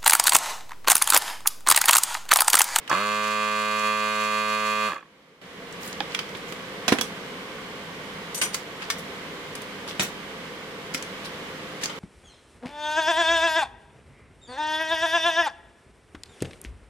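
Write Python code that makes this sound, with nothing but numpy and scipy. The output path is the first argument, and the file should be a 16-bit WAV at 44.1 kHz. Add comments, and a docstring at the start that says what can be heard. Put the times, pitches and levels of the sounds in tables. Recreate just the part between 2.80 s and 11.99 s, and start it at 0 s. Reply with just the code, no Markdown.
"""A fume extractor fan rushes beside a repair bench: noise coloured by duct and grille, with motor tones.
A trigger clicks, and a desoldering gun's diaphragm pump runs up, buzzes for two seconds and coasts down:
each turn of the crank knocks the housing, snaps the valves and puffs air, while the fan is much quieter.
The fan swells back and stays. The gun is set down, steel tweezers clink, and a circuit board is lifted,
turned over and laid on the mat: cracks, damped modes and swells of sliding noise, with a short room tail."""
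import sys
import numpy as np
from scipy import signal
from scipy.fft import rfft, irfft, next_fast_len
from scipy.io import wavfile
from scipy.ndimage import uniform_filter1d, map_coordinates

SR = 44100
rng = np.random.default_rng(int(sys.argv[2]) if len(sys.argv) > 2 else 0)


def wav_out(sig):
    """Save sig, one row per channel (or a flat mono array), as 16-bit PCM at SR to the path in sys.argv[1]."""
    wavfile.write(sys.argv[1], SR, np.round(np.clip(np.atleast_2d(sig).T, -1, 1) * 32767).astype(np.int16))


N = 405279
TIME = np.arange(N) / SR

FULL_HZ = 106.5  # nominal stroke rate at full speed
ON_S, OFF_S = 0.092, 2.078  # trigger pulled and let go

# The hands work from the right towards the middle. # Each row: time in seconds, level of left over right in dB.
HAND_BALANCE = [(3.2, -4), (4.2, -5.5), (6.1, 0.5), (7.2, -1.5), (8.2, 0.5)]


def amp(db):
    """Decibels to gain: twenty decibels are a factor of ten in pressure."""
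    return 10 ** (np.asarray(db) / 20)


def unit(x):
    """Normalise the mean power, giving rms 1."""
    return x / np.sqrt(np.mean(x ** 2) + 1e-20)


def along(points, hz):
    """Interpolate (frequency, value) points on a logarithmic frequency axis, as pitch is heard."""
    f, v = np.transpose(points)
    return np.interp(np.log(hz + 1), np.log(f + 1), v)


def wobble(rate):
    """Slow random modulation: a smooth curve through random knots, rate of them a second."""
    coarse = TIME[::32]
    knots = rng.standard_normal(int(N * rate / SR) + 4)
    return np.interp(TIME, coarse, map_coordinates(knots, [coarse * rate]))


def since(s):
    """Elapsed time in seconds since s, zero before it."""
    return np.maximum(TIME - s, 0)


def pan(db):
    """Constant-power panning: gains for a level of left over right in dB."""
    half_db = np.atleast_1d(db) / 2
    gains = amp(np.array([half_db, -half_db]))
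    return gains / np.sqrt(np.mean(gains ** 2, axis=0))


def hand_pan(s):
    """Panning by level difference towards where the hands are at s seconds."""
    return pan(np.interp(s, *np.transpose(HAND_BALANCE)))


def filtered(x, response):
    """Linear filtering: multiply the spectrum of x by a response of frequency."""
    n = x.shape[-1]
    m = 2 * next_fast_len(n // 2 + 4096)
    return irfft(rfft(x, m) * response(np.fft.rfftfreq(m, 1 / SR)), m)[..., :n]


def causal(db):
    """Minimum phase by the folded cepstrum: a response with these levels rings only after its cause."""
    cepstrum = irfft(np.log(amp(np.maximum(db, -110))))
    half = len(cepstrum) // 2
    return np.exp(rfft(np.r_[cepstrum[0], 2 * cepstrum[1:half]], 2 * half))


def stereo_noise(size):
    """Diffuse-field coherence: white noise, alike at both ears in the bass and less so in the treble."""
    # Each row: frequency in Hz, left-right correlation from -1 to 1.
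    coherence = [(60, 0.51), (150, 0.97), (380, 0.88), (950, 0.67), (2380, -0.16), (5980, 0.058),
                 (15000, 0.027)]

    def shares(hz):
        turn = np.arccos(np.clip(along(coherence, hz), -1, 1)) / 2
        return np.array([np.cos(turn), np.sin(turn)])
    mid, side = filtered(rng.standard_normal((2, size)), shares)
    return np.array([mid + side, mid - side])


def rush(spectrum):
    """Turbulence noise: stereo noise of rms 1 shaped by a spectral density in dB."""
    return unit(filtered(stereo_noise(N), lambda hz: amp(along(spectrum, hz))))


def add(track, s, sound):
    """Superposition: mix a sound into the track at s seconds."""
    part = track[:, round(s * SR):][:, :sound.shape[-1]]
    part += sound[..., :part.shape[1]]


def scattered(x, tail, t60, wet=2):
    """All-pass dispersion: reflections off the bench clutter smear each pulse and keep its colour."""
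    tail = tail * amp(-60 * TIME[:tail.shape[-1]] / t60)
    tail = wet * tail / np.linalg.norm(tail, axis=-1, keepdims=True)
    # only the phase of direct sound plus reflections is used
    return filtered(x, lambda hz: np.exp(1j * np.angle(1 + rfft(tail, 2 * len(hz) - 2))))


def struck(modes, attack):
    """Modal synthesis: exponentially damped modes of alternating sign, at slightly new strengths."""
    t = TIME[:SR // 2]
    ring = 0
    for k, (hz, db, t60) in enumerate(modes):
        decay = amp(db + rng.normal(0, 1) - 60 * t / t60)
        ring = ring + (-1) ** k * decay * np.sin(2 * np.pi * hz * t)
    return ring * (1 - np.exp(-t / attack))


def favouring(modes, pitch, focus_db):
    """Modal excitation: the place where a blow lands favours the modes near one pitch."""
    return [(hz, db - focus_db * abs(np.log2(hz / pitch)), t60) for hz, db, t60 in modes]


def fan_level():
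    """Gain envelope: low before the buzz, lower under it, then a step up and a swell to the steady level."""
    steady_db = -38.5
    before_db, under_db, return_db = -9.5, -18.5, -7.5  # against the steady level
    return_s, swell_s = 2.615, 0.42  # time of the step up, length of the swell
    swell_db = return_db * np.maximum(1 - since(return_s) / swell_s, 0)
    return amp(steady_db + np.select([TIME < ON_S, TIME < return_s], [before_db, under_db], swell_db))


def fan():
    """Flow noise and tones: air drones in the duct and hisses in the grille, over slightly unsteady tones."""
    # Each row: frequency in Hz, relative level in dB per Hz.
    duct_spectrum = [(15, -50), (25, -28), (118, -15.5), (162, 1.5), (211, -2), (227, -4), (258, -3.5),
                     (326, -8.5), (411, -0.5), (441, 0), (475, -1), (590, -6), (616, -19), (682, -6.5),
                     (800, -36), (1040, -18), (1760, -120)]
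    # Each row: frequency in Hz, relative level in dB per Hz.
    grille_spectrum = [(440, -8.5), (750, -6.5), (1160, -1.5), (1300, -5.5), (1560, -3.5), (1680, -5),
                       (2120, -2.5), (2630, -8), (3030, -5.5), (4010, -12), (4500, -14), (5970, -19),
                       (15000, -31.5), (16000, -46)]
    # Motor and blade tones. Each row: frequency in Hz, mean level in dB relative to rms 1.
    blade_tones = [(50, -50), (99.5, -26.5), (120, -34), (200, -16), (263, -19.5), (300.5, -17.5),
                   (477, -15), (519, -14.5), (683, -22.5), (1130, -20.5), (1560, -23)]
    # Each row: frequency in Hz, level of left over right in dB.
    balance = [(60, -1.5), (180, -0.5), (550, 0), (1650, -2.5), (4970, -2.5), (15000, 1)]
    tones = 0
    for hz, db in blade_tones:
        level = amp(db + 2.2 * wobble(2.983)) * np.sqrt(2)
        tones = tones + level * np.sin(2 * np.pi * hz * TIME + wobble(5))
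    duct = amp(-4.0 + 0.54 * wobble(9.9)) * rush(duct_spectrum)
    grille = amp(-0.5 + 0.6 * wobble(2.89)) * rush(grille_spectrum)  # the hiss is nearly steady
    return filtered((duct + grille + tones) * fan_level(), lambda hz: pan(along(balance, hz)))


def contacts(ripple_db, crack, ring_db, soft):
    """Impact excitation: a crack and a dense, short ring of plastic or board, strongest around one pitch."""
    # Hard contacts of trigger, gun, tools and board. Each row: start in seconds, relative level in dB,
    # relative bass (body) in dB, relative treble (edge) in dB, ring pitch in Hz, burst t60 in seconds.
    touches = [(0.0765, -26.5, -15, -15, 3050, 0.039), (0.096, -28.5, -12, 1.5, 5500, 0.033),
               (2.924, -37, -20, 3.5, 7000, 0.019), (3.031, -31, -14, -4, 5500, 0.025),
               (3.076, -32.5, -20, 2, 13500, 0.024), (3.128, -29, -16, -5, 5000, 0.016),
               (3.2042, -16, -15, -24.5, 1700, 0.017), (3.344, -25, -18, -13, 2400, 0.034),
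               (3.348, -15.5, -24, -15, 2200, 0.03), (3.3902, -19, -18, -13, 2500, 0.037),
               (3.491, -30, -16, -9, 5800, 0.02), (3.5493, -26.5, -4.5, -20, 2960, 0.05),
               (3.571, -34.5, -18, 0, 7500, 0.016), (3.723, -25.5, -7, -6, 3160, 0.028),
               (4.0805, -13.5, -9.5, -10, 2800, 0.06), (4.086, -16.5, -7, -11, 2200, 0.06),
               (4.121, -16, 2, -15, 3500, 0.053), (4.1245, -16.5, -3, -7, 1100, 0.055),
               (4.1855, -18, -17, -15.5, 2830, 0.053), (4.211, -17, -14, -4.5, 3250, 0.04),
               (5.6152, -18, -17, -11, 2000, 0.16), (5.7436, -18, -24, -4, 2650, 0.052),
               (6.101, -19.5, -27, -8.5, 2100, 0.08), (6.7524, -26, -11, -4.5, 1940, 0.036),
               (6.817, -33.5, -3, 0, 1500, 0.035), (7.076, -29, -12, -11, 3000, 0.048),
               (7.1955, -18, -8.5, -9, 2900, 0.2), (8.139, -27.5, -25, 1, 6000, 0.025),
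               (8.1455, -19.5, -28, -3.5, 5600, 0.047), (8.176, -29, -22, -8, 5000, 0.03),
               (8.225, -26, -14, -3.5, 6020, 0.023), (9.036, -20.5, -20, -7, 5400, 0.068),
               (9.0572, -20, -15, -7, 5600, 0.027), (9.096, -26.5, -11, -20, 1300, 0.091)]
    track, t = np.zeros((2, N)), TIME[:SR // 4]
    grid = np.geomspace(200, 16000, 40)
    for s, db, body_db, edge_db, pitch, t60 in touches:
        peak = ring_db * np.exp(-(np.log2(grid / pitch) / .4) ** 2)
        ripple = np.c_[grid, ripple_db * rng.standard_normal(len(grid)) + peak]
        colour = [(25, body_db - 26), (60, body_db - 8.5), (250, body_db + 11.0), (700, body_db + 7.5),
                  (1400, 1.0), (3500, -1.3), (7500, edge_db + 2.5), (15000, edge_db - 11.5)]
        attack = 1 - np.exp(-t * amp(db) / soft)  # lighter touches start more softly
        decay = amp(-60 * t / t60) + crack * amp(-60 * t / 0.0051)
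        burst = stereo_noise(len(t)) * attack * decay
        ring = filtered(burst, lambda hz: causal(along(colour, hz) + along(ripple, hz)))
        add(track, s, amp(db + 4.0) * hand_pan(s) * ring)
    return track


def sway():
    """Periodic motion: the hand rocks the nozzle, more widely up to one peak as the solder lets go."""
    rate_hz, peak_s = 6.4, 1.335
    return np.cos(2 * np.pi * rate_hz * (TIME - peak_s)) * np.minimum(TIME / peak_s, 1)


def motor():
    """Inertia and load: stroke rate, force and rattle as the motor kicks, runs up, holds and coasts."""
    kick_hz, run_up_s = 50, 0.043  # deficit base at the first kick, time constant towards full speed
    sag_hz, settle_s = 1.0, 0.7  # the last of the speed comes slowly
    coast_hz_per_s, coast_db_per_octave = 600, 9.5  # off, it slows steadily and quietens with its speed
    creep_hz_per_s, sway_hz, wander_hz = 0.1, 0.2, 0.13  # the speed creeps up, sways and drifts
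    run_db, attack_s, sway_db = -25.5, 0.031, 0.57  # force level, its rise, its change with the rocking
    inrush_db, inrush_s = 9, 0.082  # the motor pushes harder at first
    surge_s, surge_db, surge_rise_s = 1.03, 2, 0.019  # the buzz swells once, briefly
    rattle_running, rattle_slow, rattle_range_hz = 0.01, 0.44, 11  # roughness at speed, added when slow

    on = since(ON_S)
    lost_hz = (FULL_HZ - kick_hz) * np.exp(-on / run_up_s) + coast_hz_per_s * since(OFF_S)
    drift_hz = creep_hz_per_s * TIME + sway_hz * sway() + wander_hz * wobble(10)
    speed = np.maximum(FULL_HZ + drift_hz - lost_hz - sag_hz * np.exp(-on / settle_s), 2)

    surge = since(surge_s) / surge_rise_s
    level_db = run_db + inrush_db * np.exp(-on / inrush_s)
    level_db = level_db + surge_db * surge * np.exp(1 - surge) - sway_db * sway()
    coast_db = coast_db_per_octave * np.log2(speed / FULL_HZ) * (TIME > OFF_S)
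    force = amp(level_db + coast_db) * np.minimum(on / attack_s, 1) ** 0.94
    rattle = rattle_running + rattle_slow * np.tanh(lost_hz / rattle_range_hz)
    return speed, force, rattle


def pulses(turns, speed, lag):
    """Band-limited impulses: one short windowed sinc a turn, lag turns late."""
    offset = ((turns - lag) % 1 - .5) * SR / speed
    return np.sinc(offset) * np.exp(-(offset / 6) ** 2)


def puffs(turns, lag, sharp):
    """Periodic flow envelope: one rounded swell a turn, of rms 1."""
    return unit(np.exp(-sharp * np.cos(2 * np.pi * (turns - lag))))


def running(x):
    """Reference level: scale to rms 1 over the stretch at full speed."""
    return x / np.sqrt(np.mean(x[..., SR // 2:2 * SR] ** 2))


def housing(turns, speed, rattle, forward, back):
    """Forced vibration: diaphragm hum, stroke knocks and clatter drive the resonant housing."""
    # The gun's body at full speed. 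Each row: multiple of the stroke rate, relative level in dB.
    orders = [(1, -23.5), (2, -9), (3, -27.5), (4, -12), (5, -7), (6, -10), (7, -19), (8, -22.5), (9, -8.5),
              (10, -4), (11, 3), (12, -9.5), (13, -16), (14, -6.5), (15, -6.5), (16, -13), (17, -13),
              (18, -27), (19, -9), (20, -10.5), (21, -23), (22, -20), (23, -3.5), (24, -13), (25, -7.5),
              (26, -18), (27, -13.5), (28, -18.5), (29, -26.5), (30, -22.5), (31, -12.5), (32, -18),
              (33, -24), (34, -21.5), (35, -17), (36, -17.5), (37, -38)]
    # A further resonance of the housing: frequency in Hz, relative level in dB.
    housing_ring = (1300, -0.6)
    # Each row: frequency in Hz, phase in radians by which the left ear leads.
    ear_phase = [(500, -0.11), (960, -1.35), (1170, -0.31), (1280, -0.14), (1500, -1.8), (2000, 1.4),
                 (2450, -0.93), (2900, -0.75), (4000, 1.8)]
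    # the lowest orders come straight from the diaphragm and fade quickly as it slows
    low, high = orders[:4], orders[4:]
    hum = sum(amp(db) * np.cos(2 * np.pi * (k * turns + rng.random())) for k, db in low)
    hum = hum * (speed / FULL_HZ) ** 3
    # the piston knocks at both ends of its travel: a push going in, a to-and-fro jerk coming back
    strokes = running(forward + 0.7 * filtered(back, lambda hz: 1j)) * amp(0.11 * wobble(75.0))
    strokes = scattered(strokes, rng.standard_normal(size=4096), t60=0.08, wet=0.8)
    # off speed, loose parts clatter at uneven strengths
    clatter = rattle * amp(2.2 * wobble(60)) * puffs(turns, 0, sharp=1.2) * rng.standard_normal(N)
    clatter_low_hz, clatter_high_hz = 650, 3000
    body = [(60, -64), (280, -12), housing_ring, (4150, -26.0), (4700, -66), (6000, -100)]
    body = sorted(body + [(k * FULL_HZ, db) for k, db in high])
    knocks = filtered(strokes * (1 - 0.5 * rattle), lambda hz: 1 / (1 + (470 / (hz + 1)) ** 16))
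    knocks = knocks + filtered(
        clatter, lambda hz: 1.13 / (1 + (clatter_low_hz / (hz + 1)) ** 3 + (hz / clatter_high_hz) ** 2))
    knocks = filtered(knocks, lambda hz: causal(along(body, hz)))
    # a reflection off the moving hand makes the upper harmonics waver
    echo_s = 0.001348
    echo = filtered(knocks, lambda hz: np.exp(-2j * np.pi * hz * echo_s) * hz / (hz + 1200))
    knocks = knocks + (0.2 * wobble(8.1) + 0.048 * sway()) * echo
    buzz = running(knocks + 2 * np.sqrt(FULL_HZ / SR) * hum)
    return filtered(buzz, lambda hz: np.exp(.5j * np.outer([1, -1], along(ear_phase, hz))))


def valves(turns, speed, back):
    """Impulsive valve closure: inlet and outlet valves snap about half a turn apart."""
    # Each row: frequency in Hz, relative level in dB.
    snap_spectrum = [(2350, -48), (3700, -7), (4150, 1), (4450, 3.5), (4800, -3.5), (5130, -15), (5480, -9),
                     (5890, -12), (7190, -7), (8300, -13.5), (9220, -10), (9530, -16), (13800, -21),
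                     (15000, -44)]
    snaps = running(pulses(turns, speed, -0.0315) + 0.51 * back) * amp(1.03 * wobble(110))
    snaps = scattered(snaps, stereo_noise(size=2048), t60=0.049)
    return running(filtered(snaps, lambda hz: causal(along(snap_spectrum, hz))))


def air(turns):
    """Pulsating jet noise: air rushes steadily and swells with every stroke."""
    # Each row: frequency in Hz, relative level in dB per Hz.
    jet_spectrum = [(530, -31), (900, -10), (1180, -23), (1370, -2), (1850, -6), (1920, -16), (2060, -4.5),
                    (2500, -3), (3120, -2), (4430, -18), (5150, -11.5), (6500, -9.5), (14500, -29)]
    return running(rush(jet_spectrum) * (puffs(turns, -0.025, sharp=0.32) + 1.0) * amp(2.2 * wobble(69)))


def spits(turns):
    """Pressure release: once a turn the outlet valve bursts open with a spit of air of random size."""
    # Each row: frequency in Hz, relative level in dB per Hz.
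    spit_spectrum = [(3500, -30), (5400, -3), (7300, 0), (8500, -7), (11300, -13), (14000, -15),
                     (15500, -35)]
    lead, decay, scatter_db = 0.17, 0.17, 3.2  # turns ahead of the knock, decay in turns, spread in size
    stroke, phase = np.divmod(np.maximum(turns + .5 + lead, 0), 1)
    sizes = amp(scatter_db * rng.standard_normal(size=1024))
    hiss = filtered(rng.standard_normal((2, N)), lambda hz: amp(along(spit_spectrum, hz)))
    return hiss * sizes[stroke.astype(int)] * np.exp(-phase / decay)


def crank(slaps, chatter):
    """Impulse response: slaps and jolts ring the loose parts, which chatter briefly after each jolt."""
    # The crank jolts the housing as it starts and stops. Each row: time in seconds, relative level in dB.
    jolts = [(0.1136, -9.5), (0.128, -11.5), (2.105, -28), (2.12, -22.5), (2.133, -20), (2.165, -29),
             (2.191, -35), (2.2273, -35.5), (2.257, -45)]
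    # Crank and loose parts. Each row: frequency in Hz, relative level in dB, t60 in seconds.
    loose_modes = [(325, -5.5, 0.024), (540, -11, 0.019), (784, -6, 0.02), (1120, 4, 0.038),
                   (1480, -12, .016), (1694, 1.5, 0.028), (2490, -3, 0.014), (2730, -17, 0.013),
                   (3400, -9, 0.016), (4450, -16, .012)]
    blows, t = slaps.copy(), TIME[:SR // 40]
    for s, db in jolts:
        jolt = chatter * rng.standard_normal(len(t)) * amp(-60 * t / 0.041)
        jolt[0] = 1
        blows[round(s * SR):][:len(t)] += amp(db) * jolt / np.linalg.norm(jolt)
    return signal.fftconvolve(blows, struck(loose_modes, attack=0.00031))[:N] / 2


def pump():
    """Reciprocating machine: each turn drives the diaphragm, knocks the housing, snaps valves, puffs air."""
    # Where the buzz comes from. Each row: frequency in Hz, level of left over right in dB.
    balance = [(400, -2), (530, 3), (960, -1.5), (1170, -5.5), (1350, -1), (1600, -7), (2000, 3),
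               (2450, -7.5), (3300, -1), (8000, 1)]
    speed, force, rattle = motor()
    turns = np.cumsum(speed * (TIME > ON_S)) / SR
    turns = turns + (0.00061 + 0.038 * rattle) * wobble(90) + 0.0028 * wobble(8.86)  # uneven timing
    forward, back = pulses(turns, speed, 0), pulses(turns, speed, .5)
    slaps = amp(1.5 + 3.1 * wobble(70)) * rattle * force * forward
    buzz = housing(turns, speed, rattle, forward, back)
    flow = amp(-14.0 + 0.34 * wobble(7.36)) * valves(turns, speed, back)
    flow = flow + amp(-17.0 + 1.2 * wobble(6.9)) * air(turns)
    flow = flow + amp(-23.5) * running(spits(turns))
    sound = force * (amp(0.5) * buzz + flow * speed / FULL_HZ) + crank(slaps, chatter=0.045)
    return filtered(sound, lambda hz: pan(along(balance, hz)))


def rubs(grain_db, slope_db):
    """Stick-slip friction: a swell of tiny slips, random in time and pitch around one broad centre."""
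    # Sliding of cable, hand and board. Each row: start in seconds, length in seconds, level in dB,
    # centre in Hz before a treble roll-off.
    slides = [(3.0, 0.14, -44, 7500), (3.288, 0.085, -42, 2800), (3.67, 0.061, -50, 7000),
              (5.728, 0.017, -35, 4000), (6.007, 0.053, -36.5, 2480), (6.173, 0.042, -43.5, 7000),
              (7.075, 0.056, -36.5, 3570), (7.219, 0.03, -32, 9000), (8.439, 0.042, -38, 3600),
              (9.01, 0.039, -31.5, 3450)]
    track, t = np.zeros((2, N)), TIME[:SR // 3]
    for s, length, db, pitch in slides:
        z = signal.stft(stereo_noise(len(t)), nperseg=128)[2]
        slips = uniform_filter1d(rng.standard_normal(z.shape[1:]), size=9, axis=0)
        slips = unit(uniform_filter1d(slips, size=2, axis=1))
        grains = signal.istft(z * amp(grain_db * slips), nperseg=128)[1][:, :len(t)]
        grains = filtered(
            grains, lambda hz: amp(-slope_db * np.log2((hz + 1) / pitch) ** 2) / np.sqrt(1 + hz / 3000))
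        swell = np.sin(np.pi * np.minimum(t / length, 1) ** 0.78)
        add(track, s, amp(db) * unit(grains) * swell)
    return track


def rings():
    """Free vibration: case, stand, tool and board each ring with their own damped modes."""
    # Hits: each row is time in seconds, level in dB.
    # Modes: each row is frequency in Hz, relative level in dB, t60 in seconds.
    # the gun's hollow case bumps as it is carried off
    case_hits, case_modes = [(3.2055, -20.5)], [(307, -9.5, .1), (810, 2.5, 0.049), (1450, -13, 0.021),
                                                  (1690, -4, 0.03), (2500, -6, .03), (4560, -3, 0.014)]
    # the gun settles in its metal stand
    stand_hits, stand_modes = [(4.212, -21.5)], [(2950, -5, 0.044), (3370, 1, 0.059), (5895, -7, 0.069),
                                                   (8000, -10, 0.16), (10750, -17, .15), (13090, -14, .088)]
    # a small tool is dropped on the bench
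    tool_hits, tool_modes = [(6.1015, -25)], [(1140, 0, 0.039), (1800, 1, 0.058), (2180, 0, 0.056),
                                                 (3530, 1, .06), (4840, 0, 0.09), (5841, -7, .11),
                                                 (6700, -6, 0.13), (8300, -3, .12), (11750, -11, .06),
                                                 (12800, -5, .05)]
    # the board's edge taps the bench
    board_hits, board_modes = [(7.195, -30), (8.146, -30), (9.0375, -39)], [(263, 0, 0.14), (1320, -8, 0.06), (2530, 0, 0.054),
                                                   (3236, -3.5, 0.046), (4000, -9, .1), (5700, -1, .1),
                                                   (6400, -2, .05)]
    track = np.zeros((2, N))
    for hits, modes in [(case_hits, case_modes), (stand_hits, stand_modes),
                        (tool_hits, tool_modes), (board_hits, board_modes)]:
        for s, db in hits:
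            add(track, s, amp(db) * hand_pan(s) * struck(modes, attack=0.00035))
    return track


def thumps(focus_db):
    """Plate resonance: a dull blow rings the low modes of the bench."""
    # Each row: time in seconds, relative level in dB, pitch of the most favoured ring in Hz.
    blows = [(4.082, -21, 260), (4.1208, -7.5, 267), (4.19, -26, 300), (4.212, -30, 520), (7.198, -27, 298)]
    # Each row: frequency in Hz, relative level in dB, t60 in seconds.
    bench_modes = [(75, -25, 0.09), (225, 1.5, 0.067), (350, -2, 0.024), (490, -1.5, 0.041),
                   (738, -13, 0.06), (1023, -9, 0.088)]
    track = np.zeros((2, N))
    for s, db, pitch in blows:
        add(track, s, amp(db - 1.5) * struck(favouring(bench_modes, pitch, focus_db), attack=0.00022))
    return filtered(track, lambda hz: (1j * hz / (1j * hz + 60)) ** 2)


def tweezers(chatter, scrape_db, focus_db):
    """Repeated impact: steel arms chatter together, so that each clink is struck again many times."""
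    # Tweezer arms touch. Each row: time in seconds, level in dB, pitch of the most favoured ring in Hz.
    clinks = [(5.546, -26.5, 11000), (5.576, -31.5, 8000), (5.614, -24, 11000), (5.62, -24, 9000),
              (5.634, -26, 6000)]
    # Each row: frequency in Hz, relative level in dB, t60 in seconds.
    steel_modes = [(3520, -10, .08), (5980, -0.5, 0.075), (6900, -6.5, 0.2), (8200, 2, 0.091),
                   (8320, -7, 0.082), (9140, -5, 0.09), (10760, -9, 0.19), (11700, -5, 0.1),
                   (13550, -16, .1), (14500, -16, .13)]
    scrape_colour = [(1000, -12), (6000, 3.0), (11000, -4), (15000, -22)]
    track, t = np.zeros((2, N)), TIME[:SR // 8]
    for s, db, pitch in clinks:
        touches = chatter * rng.standard_normal((2, len(t))) ** 3 * amp(-60 * t / 0.042)
        touches[:, 0] = 1
        arms = struck(favouring(steel_modes, pitch, focus_db), attack=0.00036)
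        ring = signal.fftconvolve(touches, arms[None], axes=1)
        add(track, s, amp(db) * pan(3.3) * ring / np.linalg.norm(touches[0]))
        scrape = filtered(stereo_noise(len(t)), lambda hz: amp(along(scrape_colour, hz)))
        add(track, s, amp(db + scrape_db - 60 * t / 0.08) * scrape)
    return track


def room(x):
    """Reverberation: the small workshop answers with a short diffuse tail, shorter in the treble."""
    # Each row: frequency in Hz, t60 in seconds.
    reverb = [(200, 0.41), (2000, 0.24), (14000, 0.21)]
    hz, t, z = signal.stft(stereo_noise(SR // 2), SR, nperseg=256)
    tail = signal.istft(z * amp(-60 * t / along(reverb, hz)[:, None]), SR, nperseg=256)[1]
    tail = np.pad(tail, ((0, 0), (SR // 250, 0)))  # it begins 4 ms late
    return signal.fftconvolve(x, tail / np.linalg.norm(tail[0]), axes=1)[:, :N]


def scene():
    """Interaural delay and superposition: bench and fan reach the right ear a little sooner; add the pump."""
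    handling = contacts(ripple_db=3.0, crack=0.88, ring_db=4.5, soft=.00005)
    handling = handling + rubs(grain_db=5.5, slope_db=4.5)
    handling = handling + tweezers(chatter=0.07, scrape_db=2, focus_db=3.5)
    bodies = rings() + thumps(focus_db=4.0)
    # dull blows carry little into the room
    reverberant = room(amp(-8.0) * handling + amp(-19) * bodies)
    bench = fan() + handling + bodies + reverberant
    lag_s = 5e-5
    return pump() + filtered(bench, lambda hz: np.exp(1j * np.pi * lag_s * np.array([-hz, hz])))


def record(dry):
    """Band limiting: the microphones shed the deepest bass and keep nothing from 15.9 kHz up."""
    top_hz = 15900
    return filtered(dry, lambda hz: (1j * hz / (1j * hz + 22)) ** 2 * (hz < top_hz))


dry = scene()
out = record(dry)
wav_out(out)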